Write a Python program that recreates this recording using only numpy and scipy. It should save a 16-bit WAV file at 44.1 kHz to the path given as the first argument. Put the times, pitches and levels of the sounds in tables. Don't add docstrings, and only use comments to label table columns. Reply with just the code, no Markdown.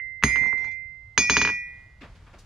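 import sys
import numpy as np
from scipy import signal
from scipy.io import wavfile
from scipy.ndimage import uniform_filter1d, minimum_filter1d

SR = 44100
rng = np.random.default_rng(int(sys.argv[2]) if len(sys.argv) > 2 else 0)


def generate_wav(sig):
    pcm = np.round(np.clip(np.atleast_2d(sig).T, -1, 1) * 32767).astype(np.int16)
    wavfile.write(sys.argv[1], SR, pcm)


N = 108045
TIME = np.arange(N) / SR
BAND_EDGES_HZ = 20 * 2 ** np.arange(0, 10, .5)
BAND_CENTRES_HZ = np.sqrt(BAND_EDGES_HZ[1:] * BAND_EDGES_HZ[:-1])


def from_db(db):
    return 10 ** (np.asarray(db) / 20)


def unit_power(x):
    return x / np.sqrt(np.mean(x ** 2) + 1e-20)


def at_hz(table, hz, column=1):
    rows = np.array(table)
    return np.interp(np.log(hz), np.log(rows[:, 0]), rows[:, column])


def pan(db):
    return from_db(np.array([[db], [-db]]) / 2)


def dying(t, fade_s):
    return (t >= 0) * np.exp(-np.log(1000) * np.maximum(t, 0) / fade_s)


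def lowpass(x, hz):
    return signal.sosfilt(signal.butter(4, min(hz, .45 * SR), fs=SR, output="sos"), x + 1e-18)


def bandpass(x, low_hz, high_hz, order):
    return signal.sosfilt(signal.butter(order, [low_hz, high_hz], "band", fs=SR, output="sos"), x + 1e-18)


def ring(x, hz, fade_s):
    decay, step = dying(1 / SR, fade_s), 2 * np.pi * hz / SR
    return signal.lfilter([0, np.sin(step)], [1, -2 * decay * np.cos(step), decay * decay], x + 1e-18)


# (pitch [Hz], likeness [0 to 1])
LIKENESS = [(100, .97), (1000, .94), (3000, .7), (10000, .2)]
def noise_bands():
    white, bands = rng.standard_normal((2, 2, N)), []
    for k, hz in enumerate(BAND_CENTRES_HZ):
        mid, side = bandpass(white[k % 2], *BAND_EDGES_HZ[k:k + 2], order=2)
        alike = at_hz(LIKENESS, hz)
        bands.append(unit_power(np.sqrt(1 + alike) * mid + np.sqrt(1 - alike) * side * [[1], [-1]]))
    return np.array(bands)


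def coloured(bands, spectrum):
    gains = from_db(at_hz(spectrum, BAND_CENTRES_HZ)) * np.sqrt(BAND_CENTRES_HZ)
    return unit_power(np.tensordot(gains, bands, 1))


# (pitch [Hz], relative level [dB])
RUMBLE_COLOUR = [(20, -6), (55, 12.5), (120, 12.5), (200, -40.5), (500, -16), (1500, -27), (5000, -31.5),
                 (15000, -52.5)]
def rumble(level_db=-54.5):
    return from_db(level_db) * coloured(noise_bands(), RUMBLE_COLOUR)


# (pitch [Hz], relative level [dB])
RUSTLE_COLOUR = [(50, 21), (170, 8), (280, -0.5), (450, -3.5), (1300, -3.5), (3000, -11.5), (5000, -14.5),
                 (9000, -25), (15000, -46.5)]
# (time [s], relative level [dB])
RUSTLE_LEVELS = [(0, -19), (1.5, 0.5), (1.8, 4.5), (1.95, 0), (2.1, 7.5), (2.45, 6)]
# (time [s], rise [s], fade [s], level [dB], pitch [Hz], width [octaves])
SCUFFS = [(2.006, 0.015, 0.048, -46.5, 2140, 0.66), (2.01, 0.017, 0.12, -41.5, 185, 1),
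          (2.026, 0.013, 0.15, -46, 1290, 0.98), (2.15, .01, 0.092, -63, 2400, 0.78),
          (2.265, 0.0017, .25, -56.5, 1260, 0.77), (2.329, .015, 0.14, -51, 704, 1.36),
          (2.382, 0.009, .16, -57.5, 5350, 0.65)]
def smith(rustle_db=-59):
    bands = noise_bands()
    loudness = from_db(rustle_db + np.interp(TIME, *np.transpose(RUSTLE_LEVELS)))
    out = loudness * coloured(bands, RUSTLE_COLOUR)
    for start, rise, fade, db, hz, octaves in SCUFFS:
        colour = np.exp(-.5 * (np.log2(BAND_CENTRES_HZ / hz) / octaves) ** 2)
        swell = np.clip((TIME - start) / rise, 0, 1) * dying(np.maximum(TIME - start - rise, 0), fade)
        out += from_db(db) * swell * unit_power(np.tensordot(colour, bands, 1))
    return out


# (pitch [Hz], relative level [dB], fade [s])
ECHO = [(101, -22, 0.29), (250, -17.5, 0.19), (575, -26.5, 0.21), (1100, -15.5, 0.16), (2380, -20, 0.23),
        (4500, -15.5, 0.15), (6880, -64, .16), (13720, -35, 0.11)]
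def workshop(on_work, on_face, work_db=6, face_db=-5, early_db=13.5):
    early = from_db(early_db) * dying(TIME, fade_s=.041)
    echo = np.zeros((2, N))
    for hz, band in zip(BAND_CENTRES_HZ, noise_bands()):
        bass_cut = min(hz / ECHO[0][0], 1)
        tail = dying(TIME, at_hz(ECHO, hz, column=2))
        echo += band * from_db(at_hz(ECHO, hz) - 6.5) * bass_cut * (early + tail)
    fade_in = 1 - dying(TIME, fade_s=.004)
    push = from_db(work_db) * on_work + from_db(face_db) * on_face
    return signal.fftconvolve(echo * fade_in, push[None], axes=1)[:, :N]


# (time [s], relative level [dB])
DRAG_LEVELS = [(.27, -66.5), (.33, -18.5), (.39, -3), (.42, 0.5), (.47, -2.5), (.51, -13.5), (.57, -15),
               (.62, -9.5), (.68, -11), (.72, -32), (.76, -56.5)]
# (pitch [Hz], fade [s], level [dB])
DRAG_TONES = [(125, .08, -48), (230, .08, -50), (420, .02, -53), (680, .015, -54), (885, .08, -48),
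              (985, .1, -48), (1400, .008, -53), (2322, .2, -40), (3460, .1, -59), (4180, .07, -57),
              (5569, .2, -61), (6400, .1, -58), (9000, .02, -70)]
def drag(slips_per_s=2000, spread_db=2, top_hz=7500):
    slips = (rng.random(N) < slips_per_s / SR) * rng.choice([-1, 1], N)
    slips = slips * from_db(spread_db * np.minimum(rng.exponential(1, N), 4))
    slips = unit_power(slips) * from_db(np.interp(TIME, *np.transpose(DRAG_LEVELS)))
    grinding = sum(from_db(db) * ring(slips, hz, fade) * np.sqrt(4 * np.log(1000) / (fade * SR))
                   for hz, fade, db in DRAG_TONES)
    return lowpass(grinding, top_hz)


# (pitch [Hz], fade [s], level for hits on the work [dB], on the face [dB])
STAND_TONES = [(65.2, 0.18, 0, -22.5), (134, 0.11, 3.5, -20), (222.8, 0.077, 7, -15.5),
               (282.2, 0.082, -0.5, -17), (403, 0.071, -1.5, -16.5), (1030, .1, -12, -20)]
def stand(on_work, on_face, delay_s=.002, top_hz=540):
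    thud = sum((-1) ** k * ring(from_db(work_db) * on_work + from_db(face_db) * on_face, hz, fade)
               for k, (hz, fade, work_db, face_db) in enumerate(STAND_TONES))
    return pan(db=-1) * np.interp(TIME - delay_s, TIME, lowpass(thud, top_hz))


BLOWS = [(.2259, -39, -42, 3600), (.2367, 0, 0, 14000)]
BOUNCES = [(1.1773, 5.5, 8.5, 9150), (1.2975, 14.5, 14.5, 7500), (1.3678, 8.5, 7.5, 5560),
           (1.4157, -3.5, -3.5, 6000), (1.4502, -8, -21, 4500), (1.4745, -12.5, -13, 3400),
           (1.4900, -16, -39, 2800), (1.4990, -20.5, -25, 2500)]
RATTLES = [(0.3583, -18, -26, 3670), (0.369, -23.5, -40, 2520), (0.407, -17, -47, 329),
           (0.4369, -28.5, -44, 1510), (0.459, -25.5, -39, 1100), (0.528, -24.5, -42, 1420),
           (0.576, -42.5, -30, 2040), (0.6445, -38, -30.5, 2420), (0.712, -55, -29, 1800)]
def pushes():
    return [sum(from_db(db) * lowpass(signal.unit_impulse(N, int(start * SR)), hz)
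                for start, db, _, hz in hits)
            for hits in (BLOWS, BOUNCES + RATTLES)]


def crack(gain_db=8, fade_s=.013, low_hz=3080):
    burst = sum(from_db(db) * lowpass(dying(TIME - start, fade_s) * rng.standard_normal((2, N)), hz)
                for start, _, db, hz in BLOWS)
    return from_db(gain_db) * bandpass(burst, low_hz, 2 * low_hz, order=1)


# (pitch [Hz], fade [s], level [dB])
WORK_KNOCK = [(1150, 0.0085, 19.5), (1836, 0.003, 26.5), (1990, 0.025, 20), (2610, 0.01, 9.5)]
# (pitch [Hz], fade [s], level [dB])
FACE_KNOCK = [(1150, .004, 8), (1900, .0022, 14), (3000, .002, 5)]
def knocks(on_work, on_face, left_delay_samples=.99):
    knock = sum((-1) ** k * from_db(db) * ring(push, hz, fade)
                for push, tones in ((on_work, WORK_KNOCK), (on_face, FACE_KNOCK))
                for k, (hz, fade, db) in enumerate(tones))
    delayed = np.interp(np.arange(N) - left_delay_samples, np.arange(N), knock)
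    return pan(db=-3.5) * np.array([delayed, knock])


# (pitch [Hz], left minus right [dB])
ANVIL_TONES = [(1941.5, -3), (2075.8, -15), (2321.7, 1), (2434.7, -1.5), (2794, 0), (3460, -3), (4001, 0),
               (4160, -1), (4424, 0), (4770, -4), (5005, -4), (5569, -1.5), (5822, 0), (6382, -2),
               (6476, 0), (6858, 0), (8156, 0), (8904, 0), (9540, -2), (10137, 1), (10713, 2), (12150, 4),
               (13300, 4), (14500, 4)]
# (fade [s], level for hits on the work [dB], on the face [dB])
ANVIL_RINGING = [(0.76, -13.5, -26), (1.23, -10.5, -49), (0.36, -10, -17.5), (0.52, -17.5, -15),
                 (.12, -38.5, -35.5), (0.15, -32.5, -20), (0.07, -36, -16), (0.14, -17.5, -43.5),
                 (0.16, -47, -25), (0.15, -39, -19.5), (0.27, -17, -27.5), (0.35, -49.5, -24),
                 (0.23, -48, -28), (0.13, 2.5, -5.5), (0.22, -25, -31.5), (.18, -17, -48.5),
                 (0.31, -32, -52), (0.28, -33, -40.5), (0.16, -14, -31.5), (0.16, -41, -57),
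                 (.26, -30, -67.5), (.24, -41, -64.5), (0.26, -39, -62), (.23, -48, -55.5)]
# (tone number [from 0], level [dB])
STILL_RINGING = [(0, -41.5), (1, -33.5)]
def anvil(onset_hz=970, echo_db=-16.5, echo_fade_s=.28):
    out = np.zeros((2, N))
    for k, ((hz, pan_db), (fade, work_db, face_db)) in enumerate(zip(ANVIL_TONES, ANVIL_RINGING)):
        fed = np.zeros(N)
        fed[0] = sum(from_db(db) ** 2 for tone, db in STILL_RINGING if round(tone) == k)
        for hits, tone_db in ((BLOWS, work_db), (BOUNCES + RATTLES, face_db)):
            for start, _, db, bright_hz in hits:
                fed[int(start * SR)] += from_db(db + tone_db) ** 2 / (1 + (hz / bright_hz) ** 4)
        energy = signal.lfilter([1], [1, -dying(2 / SR, fade)], fed + 1e-18)
        swing = lowpass(np.sqrt(energy), onset_hz)
        side_phase = np.arccos(at_hz(LIKENESS, hz)) * np.array([[0], [1]])
        out += pan(pan_db) * swing * np.sin(2 * np.pi * (hz * TIME + rng.random()) + side_phase)
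    walls = unit_power(rng.standard_normal((2, N)) * dying(TIME, echo_fade_s)) / np.sqrt(N)
    return out + from_db(echo_db) * signal.fftconvolve(out, walls, axes=1)[:, :N]


def scene():
    on_work, on_face = pushes()
    room = workshop(on_work, on_face) + rumble()
    hits = knocks(on_work, on_face) + crack() + stand(on_work, on_face)
    return room + hits + anvil() + drag() + smith()


def record(dry, limit_db=-.5, attack_s=.00058, release_s=.095, top_hz=17500):
    over_db = np.maximum(20 * np.log10(np.abs(dry).max(axis=0) + 1e-9) - limit_db, 1e-9)
    release = TIME / release_s
    duck_db = np.exp(np.maximum.accumulate(np.log(over_db) + release) - release)
    span = int(attack_s * SR)
    gain_db = uniform_filter1d(minimum_filter1d(-duck_db, span), span)
    limited = np.clip(dry * from_db(gain_db), -1, 1)
    return signal.sosfilt(signal.cheby2(12, 70, top_hz, fs=SR, output="sos"), limited)


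dry = scene()
out = record(dry)
generate_wav(out)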